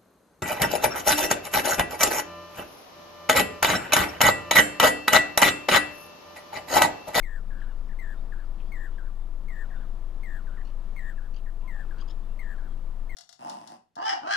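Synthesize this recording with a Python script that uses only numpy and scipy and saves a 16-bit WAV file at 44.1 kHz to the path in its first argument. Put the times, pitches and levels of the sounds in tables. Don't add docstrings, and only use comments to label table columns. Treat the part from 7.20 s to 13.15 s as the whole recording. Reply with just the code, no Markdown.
import sys
import numpy as np
from scipy import signal
from scipy.fft import rfft, irfft, next_fast_len
from scipy.io import wavfile
from scipy.ndimage import map_coordinates

SR = 44100
rng = np.random.default_rng(int(sys.argv[2]) if len(sys.argv) > 2 else 0)


def master(y):
    cut = np.clip(np.atleast_2d(y).T, -1, 1)
    pcm = np.round(cut * 32767)
    wavfile.write(sys.argv[1], SR, pcm.astype(np.int16))


N = 262395
T = np.arange(N) / SR

# (frequency [Hz], relative density [dB])
AIR_COLOUR = [(20, 4.5), (55, 0.5), (90, -6), (150, -9), (195, -3), (240, -9.5), (420, -13.5), (800, -16.5),
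              (1150, -16.5), (1500, -25.5), (1900, -30), (2300, -31.5), (3600, -34), (7000, -46),
              (15000, -62)]
# (frequency [Hz], level [dB])
ENGINE_THROB = [(14.2, -44), (21.28, -31), (28.36, -56), (37, -52), (42.56, -53)]
# (frequency [Hz], level [dB])
ENGINE_HUM = [(129.2, -65.5), (333.8, -68), (667.5, -71)]
# (frequency [Hz], time to fall 60 dB [s])
TREE_DECAY = [(500, 0.25), (2000, 0.193), (10000, 0.0555)]
# (time [s], length [s], centre [Hz], level [dB])
RASP_CALLS = [(0.389, 0.075, 3010, -70), (1.376, 0.0567, 2645, -65), (2.562, 0.132, 3070, -77),
              (4.403, 0.0784, 2590, -70)]
# (frequency over its centre [ratio], relative level [dB])
RASP_BAND = [(.55, -40.5), (.8, -12), (1, 1.5), (1.4, -11), (1.9, -77)]
# (time [s], length [s], pitch [Hz], level [dB])
CHIRP_SYLLABLES = [(3.450, 0.0122, 1477, -63), (3.47, 0.0142, 1510, -62), (3.496, 0.0106, 1458, -68.5),
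                   (4.139, .012, 1516, -59.5), (4.162, 0.012, 1604, -58), (4.178, 0.0111, 1504, -63.5),
                   (4.783, 0.0125, 1595, -58.5), (4.801, 0.026, 1640, -59), (4.878, 0.014, 1685, -58),
                   (4.896, 0.0209, 1782, -55)]
# (frequency [Hz], gain [dB])
CHIRP_COLOUR = [(1600, -17), (3000, -1.5), (3600, -4.5), (4600, -1.5), (5300, 1), (5900, -14), (6600, -11),
                (7200, -14), (8000, -34)]
# (time [s], length [s], pitch [Hz], level [dB])
FAR_HOOTS = [(4.419, 0.1006, 1029, -56), (4.54, 0.066, 832, -61), (4.812, 0.0264, 1123, -54.5)]
# (time [s], length [s], starting pitch [Hz])
FAR_WHISTLES = [(.155, 0.059, 4480), (0.351, 0.076, 4390), (0.559, 0.054, 4500), (0.647, 0.049, 4890),
                (0.919, 0.038, 4600), (0.992, 0.067, 4204), (1.213, 0.065, 4200), (1.45, 0.051, 4380)]
# (frequency [Hz], level against the fundamental [dB])
CUCKOO_COLOUR = [(2800, -30), (3450, -24), (4400, -31), (5400, -44), (6500, -36), (7450, -20), (8000, -26),
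                 (8600, -28), (9700, -50), (10700, -36), (11350, -24), (12300, -40), (14400, -32),
                 (15400, -28)]
# (time [s], length [s], pitch [Hz], level [dB], opening accent [dB], waver [share of pitch])
SOFT_ANSWERS = [(.304, .113, 1617, -55.5, 5, 0.0156), (.416, 0.121, 1555, -59, 11.5, 0.055),
                (0.689, 0.0537, 1798, -59, 0.5, 0.054), (1.121, 0.135, 1590, -58.5, 12, 0.0404),
                (1.782, 0.122, 1519, -58.5, 11, 0.059), (2.502, 0.0493, 1740, -55.5, -2.5, 0.063),
                (2.543, 0.1186, 1519, -58.5, 4, 0.0505), (3.269, 0.1256, 1490, -57.5, 8, 0.0488),
                (3.37, .06, 1827, -59, 2.5, 0.0367), (3.977, 0.116, 1573, -60.5, 7.5, 0.0675),
                (4.260, 0.042, 1774, -58, 2.5, 0.039), (4.708, 0.1306, 1510, -58, 8, 0.0585),
                (5.382, 0.112, 1556, -57.5, 4, 0.0463)]
# (time [s], pitch [Hz], level at the top of the swell [dB], opening accent [dB])
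LOUD_CALLS = [(.028, 1806, -48.5, 11.5), (.788, 1767, -48.5, 12.5), (1.519, 1818, -47, 10),
              (2.284, 1835, -47, 7), (3.033, 1800, -46.5, 9), (3.763, 1830, -47, 10.5),
              (4.477, 1789, -49, 11.5), (5.192, 1799, -48.5, 10.5), (5.894, 1815, -47.5, 10.5)]


def amp(db):
    return 10 ** (np.asarray(db) / 20)


def unit(x):
    return x / np.sqrt(np.mean(x ** 2) + 1e-20)


def along(points, hz):
    knots_hz, values = np.transpose(points)
    return np.interp(np.log(hz + 1), np.log(knots_hz + 1), values)


def wobble(rate, size=N):
    return map_coordinates(rng.standard_normal(4096), [np.arange(size) * rate / SR], mode="wrap")


def filtered(x, response):
    size = next_fast_len(N + SR // 2)
    return irfft(rfft(x, size) * response(np.fft.rfftfreq(size, 1 / SR)), size)[..., :N]


def add(track, s, sound):
    part = track[max(round(s * SR), 0):][:len(sound)]
    part += sound[:len(part)]


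def clock(length):
    return np.arange(int(length * SR)) / SR


def bell(t, width):
    return np.exp(-(t / width) ** 2)


def ramp(t, start, length):
    return np.clip((t - start) / length, 0, 1)


def phase_of(hz):
    return 2 * np.pi * np.cumsum(hz) / SR


def air(db=-50.5, drift_db=0.9541):
    noise = unit(filtered(rng.standard_normal(N), lambda hz: amp(along(AIR_COLOUR, hz))))
    return noise * amp(db + drift_db * wobble(3.174))


def engine(drift_rad=0.1, waver_db=2.0):
    throb = sum(amp(db) * np.sin(2 * np.pi * (hz * T + rng.random())) for hz, db in ENGINE_THROB)
    hum = sum(amp(db + waver_db * wobble(4.01)) * np.sin(2 * np.pi * hz * T + drift_rad * wobble(8))
              for hz, db in ENGINE_HUM)
    return np.sqrt(2) * (throb + hum)


def tree_echoes(x, predelay_s=0.0042):
    hz, t, spectrum = signal.stft(rng.standard_normal(SR // 2), SR, nperseg=256)
    decay = amp(-60 * t / along(TREE_DECAY, hz)[:, None])
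    tail = signal.istft(spectrum * decay, SR, nperseg=256)[1]
    delayed = np.pad(x, (int(predelay_s * SR), 0))
    return signal.fftconvolve(delayed, tail / np.linalg.norm(tail))[:N]


def far_chatter(count=48, centre_hz=3100, faintest_db=-80, spread_db=10.3):
    out = np.zeros(N)
    for when, length, pitch, slide, strength in rng.random((count, 5)):
        sweep = np.linspace(-1, 1, int((0.0299 + 0.0417 * length) * SR))
        octaves = .6 * (pitch - .5) + 0.2823 * (slide - .5) * sweep
        gain = amp(faintest_db + spread_db * strength) * (1 - sweep ** 2)
        add(out, when * N / SR, gain * np.sin(phase_of(centre_hz * 2 ** octaves)))
    return out


def rasps(flutter_db=4):
    out = np.zeros(N)
    on_chirps = [(s, .03, 1.774 * hz, db - 6.5) for s, _, hz, db in CHIRP_SYLLABLES]
    for s, length, centre_hz, db in RASP_CALLS + on_chirps:
        n = int(length * SR)
        colour = amp(np.interp(np.fft.rfftfreq(n, 1 / SR) / centre_hz, *np.transpose(RASP_BAND)))
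        noise = irfft(rfft(rng.standard_normal(n)) * colour, n)
        flutter = amp(flutter_db * wobble(336.6, n))
        add(out, s, amp(db) * unit(noise * flutter) * signal.windows.tukey(n, .5))
    return out


def syrinx(t, hz, level_db, depth=0, trill_hz=100, bend=.03, dip_db=5, jitter=0.0086, shimmer_db=2.5):
    trill_rate = trill_hz * (1 + .09 * wobble(50, len(t)))
    beat = phase_of(trill_rate) + 2 * np.pi * rng.random()
    hz = hz * (1 + bend * depth * np.sin(beat - np.pi / 4) + jitter * wobble(347.6, len(t)))
    level_db = level_db + shimmer_db * wobble(298.9, len(t))
    pulses = np.clip(1 - depth * (amp(dip_db) - 1) * np.sin(beat), 0, None)
    edge_s = 0.00113
    gate = ramp(t, 0, edge_s) * ramp(t[::-1], 0, edge_s)
    return hz, gate * pulses * amp(level_db)


def arched_note(length, pitch_hz, db, sink=0.2037, sink_db=5):
    t = clock(length)
    ends = np.abs(2 * t / length - 1) ** 3
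    return syrinx(t, pitch_hz * (1 - sink * ends), db - sink_db * ends, jitter=.01)


def small_birds(whistle_db=-79, rise_hz_per_s=14000):
    out = np.zeros(N)
    for s, *note in CHIRP_SYLLABLES:
        hz, gain = arched_note(*note)
        tone = sum(amp(along(CHIRP_COLOUR, k * hz)) * np.sin(k * phase_of(hz)) for k in range(1, 6))
        add(out, s, gain * tone)
    for s, *note in FAR_HOOTS:
        hz, gain = arched_note(*note)
        add(out, s, gain * np.sin(phase_of(hz)))
    for s, length, start_hz in FAR_WHISTLES:
        t = clock(length)
        hz, gain = syrinx(t, start_hz + rise_hz_per_s * t, whistle_db, jitter=.005)
        add(out, s, gain * np.sin(phase_of(hz)))
    return out


def cuckoo_voice(t, hz, gain, bite_db, full_drive_db, bite_s=.013):
    phase = phase_of(hz)
    ragged = phase + .08 * wobble(700, len(t))
    bite = amp(bite_db) * np.exp(-t / bite_s)
    drive = (gain / amp(full_drive_db)) ** (1 / 4)
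    overtones = sum((drive * amp(along(CUCKOO_COLOUR, k * hz)) + bite * np.sqrt(k)) * np.sin(k * ragged)
                    for k in range(2, 9))
    return gain * (np.sin(phase) + overtones)


def answering_cuckoo(waver_turns=1.6, droop=0.1995, droop_db=3, trill_grows_s=0.028):
    out = np.zeros(N)
    for s, length, pitch_hz, db, accent_db, waver in SOFT_ANSWERS:
        t = clock(length)
        flick = 0.2257 * np.exp(-t / 0.001887)
        swing = waver * np.cos(2 * np.pi * waver_turns * t / length)
        ending = ramp(t / length, .8, .2)
        hz = pitch_hz * (1 + flick + swing - droop * ending)
        level_db = db + accent_db * bell(t - 0.00485, width=0.0154) - droop_db * ending
        depth = ramp(t, 0, trill_grows_s) * (1 - ending)
        hz, gain = syrinx(t, hz, level_db, depth, trill_hz=111.82, bend=0.0752, dip_db=2, jitter=0.0144)
        add(out, s, cuckoo_voice(t, hz, gain, bite_db=-60, full_drive_db=-23))
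    return out


def calling_cuckoo(length_s=.178, release_at_s=.137, trill_grows_s=0.081):
    sag_hz_per_s, drop_hz_per_s = 745, 11000
    swell_db_per_s, release_db_per_s = 63.5, 303
    out, t = np.zeros(N), clock(length_s)
    since_release = t - release_at_s
    leap = .165 * bell(t - .008, width=.029)
    glide_hz = -sag_hz_per_s * (t - release_at_s / 2) - drop_hz_per_s * np.maximum(since_release, 0)
    swell_db = np.minimum(swell_db_per_s * since_release, -release_db_per_s * since_release)
    depth = ramp(t, 0, trill_grows_s) * (1 - ramp(t, release_at_s, length_s - release_at_s))
    for s, pitch_hz, db, accent_db in LOUD_CALLS:
        hz = pitch_hz * (1 + leap) + glide_hz
        level_db = db + swell_db + accent_db * bell(t, width=0.042)
        hz, gain = syrinx(t, hz, level_db, depth,
                          trill_hz=96.9, bend=0.0634, dip_db=3, jitter=0.0109, shimmer_db=2)
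        add(out, s, cuckoo_voice(t, hz, gain, bite_db=-33.5, full_drive_db=-46))
    return out


def mic_housing(x, ring_hz=1790, width_hz=110, ring_db=-3):
    def response(hz):
        damping = 1j * hz * width_hz
        return 1 + amp(ring_db) * damping / (ring_hz ** 2 - hz ** 2 + damping)
    return filtered(x, response)


def scene(echo_db=-14.0, left_db=3.6, right_db=-6.5):
    birds = calling_cuckoo() + answering_cuckoo() + small_birds() + rasps() + far_chatter()
    mono = birds + amp(echo_db) * tree_echoes(birds) + engine() + air()
    return mic_housing(mono) * amp([[left_db], [right_db]])


def record(dry, hiss_db=-72, top_hz=15760):
    hiss = amp(hiss_db) * rng.standard_normal((2, N))
    return filtered(dry + hiss, lambda hz: hz < top_hz)


dry = scene()
out = record(dry)
master(out)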